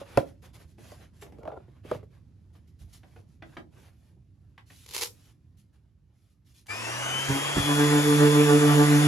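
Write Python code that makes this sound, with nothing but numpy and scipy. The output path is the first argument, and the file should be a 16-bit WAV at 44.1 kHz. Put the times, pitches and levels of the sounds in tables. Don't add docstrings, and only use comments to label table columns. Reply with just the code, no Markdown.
import sys
import numpy as np
from scipy import signal
from scipy.fft import rfft, irfft, next_fast_len
from scipy.io import wavfile
from scipy.ndimage import uniform_filter1d, map_coordinates

SR = 44100
rng = np.random.default_rng(int(sys.argv[2]) if len(sys.argv) > 2 else 0)


def store_pcm(level_fs):
    pcm = np.round(np.clip(level_fs, -1, 1) * 32767).astype(np.int16)
    wavfile.write(sys.argv[1], SR, np.atleast_2d(pcm).T)


N = 399987

# (t/s, relative level/dB, thud/dB, crack/dB, pitch ratio)
KNOCKS = [(0.014, -36.5, -20, -32, 0.99), (0.174, -10, -11, -18.5, 0.99), (0.918, -42, -22, -10, 1.05),
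          (1.385, -46.5, 5, -21, 0.84), (1.433, -44, -29, -16, 0.845), (1.453, -37, -33, -26, 1.1),
          (1.476, -31, -38, -46, 1.15), (1.517, -39, -25, -41, 1.15), (1.573, -44, -22.5, -40, 0.67),
          (1.681, -54, -22, -34, 0.63), (1.849, -43, 3, -28, 0.71), (1.914, -21, -14, -22.5, 0.88),
          (1.948, -36.5, 3, -31, 0.83), (2.029, -46.5, 2.5, -32.5, 0.76)]
# (f/Hz, relative level/dB)
WOOD = [(100,-14),(220,-3),(330,-1.5),(480,-7.5),(780,-4.5),(1100,-23.5),(2000,-45.5)]
# (f/Hz, relative level/dB)
SLIDE = [(150,-28),(1000,-12.5),(3000,-2),(5000,-2),(7200,-3.5),(9000,-4),(12000,-3.5),(15500,-7)]
# (f/Hz, likeness 0-1)
HAND_ALIKE = [(100,1),(600,0.29),(2300,.85),(3800,.45),(6500,0.77),(10800,1)]
# (f/Hz, likeness)
SANDER_ALIKE = [(750,3.5),(900,0.78),(3000,0.73),(4500,-0.06),(6500,0.77),(8500,0.84),(10800,0.6),(11400,1)]
# (f/Hz, L-R/dB)
SANDER_BALANCE = [(60, -2), (130, -6), (270, 4), (580, -11), (1240, 2), (2640, 0.5), (5630, -1.5),
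                  (12000, 0)]
# (f/Hz, left lead/rad)
SANDER_PHASE = [(450,1.5),(900,1.62),(1800,1.3),(3000,2.15),(3800,5.2),(5500,2 * np.pi)]

ON_S, ON_RISE_S, SPIN_UP_S = 6.68, 0.027, .5
START_HZ, FREE_HZ, LOADED_HZ = 98.9, 152.8, 147.7
RUSH_POWER = 2.58


def amp(db):
    return 10 ** (np.asarray(db) / 20)


def unit(x):
    return x / np.sqrt(np.mean(x ** 2) + 1e-20)


def clock():
    return np.arange(N) / SR


def along(points, hz):
    f, v = np.transpose(points)
    return np.interp(np.log(hz + 1), np.log(f + 1), v)


def wobble(rate):
    knots = rng.standard_normal(int(N * rate / SR) + 4)
    return map_coordinates(knots, [np.arange(N) * rate / SR])


def filtered(x, response):
    m = next_fast_len(x.shape[-1] + 8192)
    spectrum = rfft(x, m) * response(np.fft.rfftfreq(m, 1 / SR))
    return irfft(spectrum, m)[..., :x.shape[-1]]


def coloured(x, spectrum):
    return unit(filtered(x, lambda hz: amp(along(spectrum, hz))))


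def noise(spectrum, grain=0.):
    sizes = np.exp(grain * rng.standard_normal(N))
    return coloured(rng.standard_normal((2, N)) * sizes, spectrum)


def patchy(x, depth_db):
    z = signal.stft(x, nperseg=1024)[2]
    field = uniform_filter1d(rng.standard_normal(z.shape[1:]), 4, 0)
    field = uniform_filter1d(field, 6, 1)
    return unit(signal.istft(z * amp(depth_db * unit(field)), nperseg=1024)[1][:, :N])


def stereo(pair, alike):
    def mix(hz):
        turn = np.arccos(np.clip(along(alike, hz), 0, 1)) / 2
        return np.array([np.cos(turn), np.sin(turn)])
    mid, side = filtered(pair, mix)
    return np.array([mid + side, mid - side])


def placed(x, balance, phase=None):
    half = np.array([[.5], [-.5]])

    def response(hz):
        lead = 0 if phase is None else along(phase, hz)
        return amp(half * along(balance, hz)) * np.exp(1j * half * lead)
    return filtered(x, response)


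def add(track, s, sound):
    part = track[..., max(round(s * SR), 0):][..., :sound.shape[-1]]
    part += sound[..., :part.shape[-1]]


def ring(modes, t, rise, lag=0., scatter_db=3.5):
    out = np.zeros(len(t))
    for hz, db, t60 in modes:
        age = np.maximum(t - lag * np.sqrt(10 ** 3 / hz), 0)
        decay = amp(db + scatter_db * rng.normal() - 60 * age / t60)
        out += decay * np.sin(2 * np.pi * hz * age) * (1 - np.exp(-age / rise))
    return out


def outdoors():
    # (t/s, relative level/dB)
    swell = [(0.0, -58.5), (0.4, -54.5), (3.77, -57), (4.32, -59.5), (5.4, -59), (6.27, -65), (6.6, -61.5)]
    # (f/Hz, relative level/dB)
    spectrum = [(20,-26.5),(45,-11.5),(70,-3),(100,-1.5),(150,-9),(220,-16.5),(320,-22),(480,-35.5),(900,-49),(2000,-52.5),(5000,-50.5),(12000,-61)]
    rumble = amp(1 + np.interp(clock(), *np.transpose(swell)))
    wide = stereo(rumble * noise(spectrum), [(100,.97),(400,0.72),(2000,.4)])
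    return placed(wide, balance=[(100,-3.5),(1000,-2)])


def yard(x):
    # (f/Hz, t60/s)
    decay = [(150,0.46),(600,0.2),(2500,0.13),(10000,0.22)]
    hz, t, z = signal.stft(rng.standard_normal((2, SR // 2)), SR, nperseg=256)
    tail = signal.istft(z * amp(-60 * t / along(decay, hz)[:, None]), SR, nperseg=256)[1]
    tail *= 1 - np.exp(-np.arange(tail.shape[1]) / SR / .006)
    return signal.fftconvolve(x[None], tail / np.linalg.norm(tail[0]), axes=1)


def handling():
    # (start t/s, length/s, relative scuff/dB, relative hiss/dB)
    strokes = [(0.0, 0.0067, -50.5, -58), (0.035, 0.18, -53.5, -59.5), (0.25, 0.04, -61.5, -63.5),
               (0.417, .04, -58, -60.5), (0.53, 0.031, -59.5, -58), (0.587, 0.031, -61, -61.5),
               (0.668, 0.046, -81, -69), (0.771, .17, -60.5, -59), (0.953, .09, -59.5, -64.5),
               (1.126, .08, -72.5, -69.5), (1.21, 0.016, -63, -52.5), (1.24, 0.4, -71.5, -83),
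               (1.652, 0.13, -70, -82.5), (1.832, 0.12, -52.5, -61), (2.097, .075, -70.5, -76.5),
               (2.525, 0.042, -70, -71.5), (2.67, .015, -79, -73), (2.786, 0.04, -72, -64),
               (2.867, 0.1, -73.5, -68.5), (2.926, 0.0179, -80, -54), (2.99, 0.22, -73, -72.5),
               (3.264, 0.075, -80, -75), (3.427, 0.13, -66, -70.5), (3.704, 0.18, -64, -67),
               (3.876, 0.23, -78, -76.5), (4.653, 0.19, -93, -58.5), (5.082, 0.22, -71.5, -65.5),
               (5.566, 0.033, -88, -68.5), (5.724, 0.035, -77, -78), (6.12, .21, -91.5, -77.5),
               (6.445, 0.07, -88.5, -67.5), (6.535, 0.061, -86.5, -61)]
    # (f/Hz, relative level/dB)
    scuff_spectrum = [(250,-0.5),(600,-1),(1300,-6.5),(2500,-10.5),(4000,-16.5),(8000,-36)]
    attack, stroke_t60, shake_t60 = .3, 0.18, 0.13
    t = clock()
    sleeves = amp(wobble(9) - 0.5 * t)
    power = (amp([[-83.5], [-87.5]]) * sleeves) ** 2
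    age = t[:SR]
    for s, length, scuff_db, hiss_db in strokes:
        rise = 1 - np.exp(-age / (attack * length))
        stroke = rise * amp(-60 * np.maximum(age - length, 0) / stroke_t60)
        add(power, s, (amp([[scuff_db], [hiss_db]]) * stroke) ** 2)
    for s, db, *_ in KNOCKS:
        shake = amp(db - 60 * age / shake_t60)
        add(power, s, (amp([[-25], [-38.5]]) * shake) ** 2)
    scuff, hiss = np.sqrt(power)
    card = patchy(noise(scuff_spectrum, grain=.5), 2.5)
    paper = patchy(noise(SLIDE, grain=.5), 2.5)
    rub = amp(3.5) * scuff * card * amp(1.6 * wobble(60))
    rub = rub + amp(1.5) * hiss * paper * amp(0.7 * wobble(78))
    return placed(stereo(rub, HAND_ALIKE), balance=[(500,-1),(5000,0)])


def tumble():
    # (f/Hz, relative level/dB)
    stack = [(150,-24.5),(430,9.5),(660,10.5),(900,0),(1250,-7),(1400,1),(1600,-26),(2700,-36),(5000,-43)]
    middle_s, half_s = 1.506, 0.075
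    clumps = amp(-44 + 4 * wobble(130))
    swell = clumps * np.exp(-((clock() - middle_s) / half_s) ** 2)
    return stereo(swell * noise(stack, grain=0.72), HAND_ALIKE)


def taps():
    # (t/s, relative level/dB, treble/dB, wood/dB)
    ticks = [(0.782, -50, -10, 4), (1.222, -35, -9, -4.5), (1.264, -48.5, -23, 6.5),
             (1.321, -50.5, -6, 6.5), (2.552, -52.5, -18, -10), (3.032, -44, -22, -4),
             (3.161, -46.5, -18, 2.5), (3.422, -34, -39, -4.5), (3.568, -27.5, -29, -5),
             (4.578, -36.5, -20, -23), (4.701, -40.5, -11, -8.5), (4.722, -54, -8, -12),
             (6.66, -54, 0, -27), (6.667, -55, 16.5, -13.5)]
    # (f/Hz, relative level/dB)
    plastic = [(400,-24),(900,0.5),(1200,-1),(1600,-0.5),(2600,-3),(3400,-9.5),(6000,-26),(12000,-43)]
    out, t = np.zeros((2, N)), np.arange(SR // 5) / SR
    for s, db, treble_db, wood_db in ticks:
        shell = amp(-3.0 - 60 * t / 0.043) * coloured(rng.standard_normal(len(t)), plastic)
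        wood = amp(wood_db - 0.5 - 60 * t / 0.088) * coloured(rng.standard_normal(len(t)), WOOD)
        treble = amp(treble_db - 60 * t / .03) * coloured(rng.standard_normal(len(t)), SLIDE)
        hit = amp(db - 4.5) * (shell + wood + treble) * (1 - np.exp(-t / .0015))
        add(out, s, hit)
        add(out, s, yard(hit))
    return out


def box():
    # (f at pitch ratio 1/Hz, relative level/dB, t60/s)
    wall_modes = [(290,-10,0.046),(480,-7,0.035),(559.6,0.5,0.048),(696,-3.5,0.04),(1030,-12,0.022),(1410,-7.5,0.012),(1930,-18.5,0.012),(2650,-18,.012)]
    # (f/Hz, relative level/dB)
    thud_spectrum = [(40,-14.5),(90,3),(130,4.5),(200,-7.5),(400,-7.5),(900,-42)]
    disc_spectrum = [(200,-14.5),(400,-6.5),(600,4.0),(800,-3.5),(1400,-13.0),(3000,-31.5),(8000,-52)]
    crack_spectrum = [(300,-8.5),(1200,4.0),(5500,1.0),(12000,-7)]
    out, t = np.zeros((2, N)), np.arange(SR // 3) / SR
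    for s, db, thud_db, crack_db, pitch in KNOCKS:
        modes = [(hz * pitch, level, t60) for hz, level, t60 in wall_modes]
        walls = ring(modes, t, rise=.0015, lag=.0012, scatter_db=4.0)
        walls /= np.abs(walls).max()
        discs = amp(-14 - 60 * t / 0.07) * coloured(rng.standard_normal(len(t)), disc_spectrum)
        thud = amp(thud_db - 60 * t / 0.086) * (1 - np.exp(-t / 0.012))
        thud *= coloured(rng.standard_normal(len(t)), thud_spectrum)
        crack = amp(crack_db + 2 - 60 * t / 0.015)
        crack *= coloured(rng.standard_normal(len(t)), crack_spectrum)
        hit = walls + (discs + crack) * (1 - np.exp(-t / 0.00084))
        add(out, s - .001, amp(db + 3.5) * (hit + thud))
        add(out, s, amp(db - 9) * yard(hit))
    return placed(out, balance=[(150,-3),(600,-2.5),(3000,6)], phase=[(300,0.093),(600,1.0),(1500,0.3)])


def peel():
    # (t/s, relative level/dB)
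    snaps = [(4.8627, -32), (4.889, -31), (4.9095, -30.5), (4.9659, -24), (5.021, -15.5), (5.0455, -21.5),
             (5.0711, -25)]
    # (f/Hz, relative level/dB)
    hooks = [(150,-35.5),(330,-11),(440,2),(650,-14),(900,-3),(1400,-11),(2250,-4),(4700,-1),(7500,-4.5),(9500,-8),(11200,-4),(13500,-7),(15500,-6)]
    start_s, hold_s = 4.95, .1
    rise_db_per_s, fall_db_per_s = 370.5, 541
    t, age = np.arange(SR // 30) / SR, clock() - start_s
    swell_db = rise_db_per_s * np.minimum(age, 0) - fall_db_per_s * np.maximum(age - hold_s, 0)
    pull = amp(-33 + swell_db + 3.8 * wobble(260))
    for s, db in snaps:
        add(pull, s, amp(db - 10.0 - 60 * t / 0.018))
    rip = stereo(pull * noise(hooks, grain=1.1), HAND_ALIKE)
    rip = placed(rip, balance=[(500,-1.5),(2500,0.5),(4700,0.5),(8000,-0.5)])
    return rip + amp(-8) * yard(rip[0])[:, :N]


def bumps():
    # (t/s, relative level/dB, rise constant/s, dullness/dB per octave)
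    jolts = [(1.965,-41,0.014,3),(2.812,-42,0.019,12.5),(4.165,-47.5,.01,-0.5),(7.288,-24.5,0.017,0.5),(7.566,-21,0.0077,1.5)]
    # (f/Hz, relative level/dB, t60/s)
    body = [(56,-12,.25),(77.5,-8.5,0.14),(105,-8,0.25),(130.7,-2,0.17),(188,0,0.11),(363,2,0.044)]
    out, t = np.zeros(N), np.arange(SR // 2) / SR
    for s, db, rise, dull_db in jolts:
        modes = [(hz, level - dull_db * np.log2(hz / 130), t60) for hz, level, t60 in body]
        boards = amp(-8.5 - 60 * t / 0.113) * (1 - np.exp(-t / rise))
        boards *= coloured(rng.standard_normal(len(t)), WOOD)
        clack = boards * amp(db + 19.0) ** .5
        add(out, s, amp(db + 3.0) * (ring(modes, t, rise) + clack))
    return placed(out, balance=[(100,-4.0)])


def running():
    return np.clip((clock() - ON_S) / ON_RISE_S, 0, 1)


def shaft_speed():
    age = np.maximum(clock() - ON_S, 0)
    return np.minimum(FREE_HZ - (FREE_HZ - START_HZ) * np.exp(-age / SPIN_UP_S), LOADED_HZ)


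def shaft_angle():
    return 2 * np.pi * np.cumsum(shaft_speed() * (1 + .0012 * wobble(25))) / SR


def effort():
    return running() * (shaft_speed() / LOADED_HZ) ** RUSH_POWER


def pressure():
    # (t/s, level/dB)
    bearing = [(7.55, -41.5), (7.62, -15), (7.71, -5), (7.88, -1), (8.03, -3.5), (8.22, 0.5), (8.6, 0),
               (8.8, 0.5), (9.07, 0)]
    # (t/s, level/dB)
    grazes = [(7.285, -2), (7.34, -14), (7.562, -10.5)]
    rise_s, t60 = .022, .16
    t = clock()
    press = (t > bearing[0][0]) * amp(np.interp(t, *np.transpose(bearing)))
    age = t[:SR // 2]
    for s, db in grazes:
        fade = amp(db - 60 * np.maximum(age - rise_s, 0) / t60)
        add(press, s, np.minimum(age / rise_s, 1) * fade)
    return press


def rocking(depth):
    rock_hz, crest_s = 7.115, 8.245
    turn = 2 * np.pi * rock_hz * (clock() - crest_s) + 0.51 * wobble(9.8)
    return np.abs(1 + depth * np.exp(1j * turn))


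def motor(angle):
    # (multiple of shaft speed, relative level/dB)
    fan_orders = [(17,-6),(23,5.5),(46,-16.5),(69,-23)]
    bar_orders = [11.98, 23.98, 36.2, 46, 48.2, 72]
    # (relative level spinning up/dB, relative level at full speed/dB)
    bar_levels = [(-61,-50),(-51,-46),(-60,-54.5),(-73,-50),(-45,-53),(-56,-54)]
    # (f/Hz, width/Hz, boost/dB)
    housing = [(2350, 150, 11.5), (2646, 33, 12), (3050, 143, 11.5), (3330, 130, 11.5)]
    # (f/Hz, relative level/dB)
    air_spectrum = [(80,-27),(220,-15),(330,-10.5),(900,-8),(2200,-12),(3100,-11.5),(3900,-22),(4800,-19.5),(6000,-20),(7500,-18.5),(10000,-22),(12400,-29),(15500,-33)]
    fan_blades, fade_s, fade_db_per_s = 23, 8.1, 8
    rush, t = effort(), clock()

    def tone(k):
        return amp(2.0 * wobble(14)) * np.sin(k * angle + .4 * wobble(90))

    blade_hz = fan_blades * shaft_speed()
    boost_db = sum(db / (1 + (2 * (blade_hz - hz) / width) ** 2) for hz, width, db in housing)
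    whine = running() * amp(-50 + boost_db - fade_db_per_s * np.maximum(t - fade_s, 0))
    fan = whine * sum(amp(db) * tone(k) for k, db in fan_orders)
    fast = np.interp(t, [7.15, 7.8], [0, 1])
    bars = np.zeros(N)
    for k, (early, late) in zip(bar_orders, bar_levels):
        bars += amp(early + fast * (late - early)) * tone(k)
    bars *= rush * amp(4.0)
    air = amp(-30) * rush * patchy(noise(air_spectrum), depth_db=2.5)
    air *= 1 + 0.14 * np.cos(2 * angle)
    tones = placed(fan + bars, balance=[(3000,7.6)], phase=[(1000,0.12),(3400,1.65),(6000,0.17)])
    air_balance = [(200,-1.5),(1000,1.5),(2500,0),(5000,4.5),(10000,-1)]
    return tones + placed(stereo(air, SANDER_ALIKE), air_balance, SANDER_PHASE)


def lid(angle):
    # (multiple of shaft speed, level in the air/dB, level pressed down/dB, power of pressure,
    # rocking depth 0-1, drift of the pressed level after the change of grip/dB per s)
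    lid_orders = [(1, -38, -21.5, 1.27, .08, 4.5), (2, -55, -21.5, 0.74, .5, 3.5),
                  (3, -53.5, -22.5, 2.4, 0.44, -24.5)]
    grip_s = 8.57
    free, press, gripped = effort(), pressure(), np.maximum(clock() - grip_s, 0)
    drone = np.zeros(N)
    for k, free_db, pressed_db, power, depth, grip_db_per_s in lid_orders:
        pressed = amp(pressed_db + grip_db_per_s * gripped) * press ** power * rocking(depth)
        gain = np.hypot(amp(free_db) * free, pressed)
        phase = k * angle + k * 0.16 * wobble(26) + rng.uniform(0, 2 * np.pi)
        drone += gain * amp(.9 * wobble(14)) * np.sin(phase)
    return placed(drone, SANDER_BALANCE)


def sanding(angle):
    # (multiple of rubbing rate, relative level/dB)
    chatter_orders = [(4,-6.5),(5,-2.5),(6,1),(7,1.5),(8,-0.5),(9,-5),(10,-2),(11,-5),(12,-5),(13,-5),(15,-11),(16,-8.5)]
    # (f/Hz, relative level/dB)
    grit_spectrum = [(90,-11),(500,-1),(1500,-7.5),(2600,-1.5),(4200,0),(7000,-2.5),(8400,-1.5),(9800,3),(11200,1),(12300,-2),(15000,-12)]
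    rattle_spectrum = [(100,0),(230,-10.0),(400,-1.0),(1700,-1),(2600,-10.5),(5000,-22)]
    press = pressure()
    chatter = amp(-31.5 + 1.5 * wobble(30)) * press ** 0.49 * rocking(.3)
    grit = amp(-35.5) * press ** 0.34
    creep = .011
    rubbing = angle * (1 - creep) + .2 * wobble(11) + .015 * wobble(150)
    buzz = np.zeros((2, N))
    for channel in buzz:
        for k, db in chatter_orders:
            swing = amp(db + 4 * wobble(22))
            channel += swing * np.sin(k * rubbing + 0.68 * wobble(12) + rng.uniform(0, 2 * np.pi))
    rattle = (1 + .7 * np.cos(angle)) * noise(rattle_spectrum, grain=0.88)
    growl = unit(buzz) + .3 * rattle
    orbit = 1 + 0.15 * np.cos(angle) + 0.12 * np.cos(2 * angle)
    scrape = grit * orbit * patchy(noise(grit_spectrum, grain=.5), depth_db=2.5)
    return placed(stereo(chatter * growl + scrape, SANDER_ALIKE), SANDER_BALANCE, SANDER_PHASE)


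def scene():
    angle = shaft_angle()
    hands = handling() + tumble() + taps() + box() + peel()
    sander = bumps() + motor(angle) + lid(angle) + sanding(angle)
    return outdoors() + hands + sander


def record(dry):
    # (f/Hz, left lead/turns)
    widening = [(5500,0),(7500,-.17),(8300,-.5),(10300,-1),(11400,-1),(13200,-1.5),(14500,-1.5),(15200,-2)]
    top_hz = 15800
    response = [(20,-18),(50,1.5),(12600,-0.5),(13800,-3.5),(14800,-21.0)]
    heard = placed(dry, [(1000,0)], [(hz, 2 * np.pi * turns) for hz, turns in widening])
    return filtered(heard, lambda hz: amp(along(response, hz)) * (hz < top_hz))


dry = scene()
out = record(dry)
store_pcm(out)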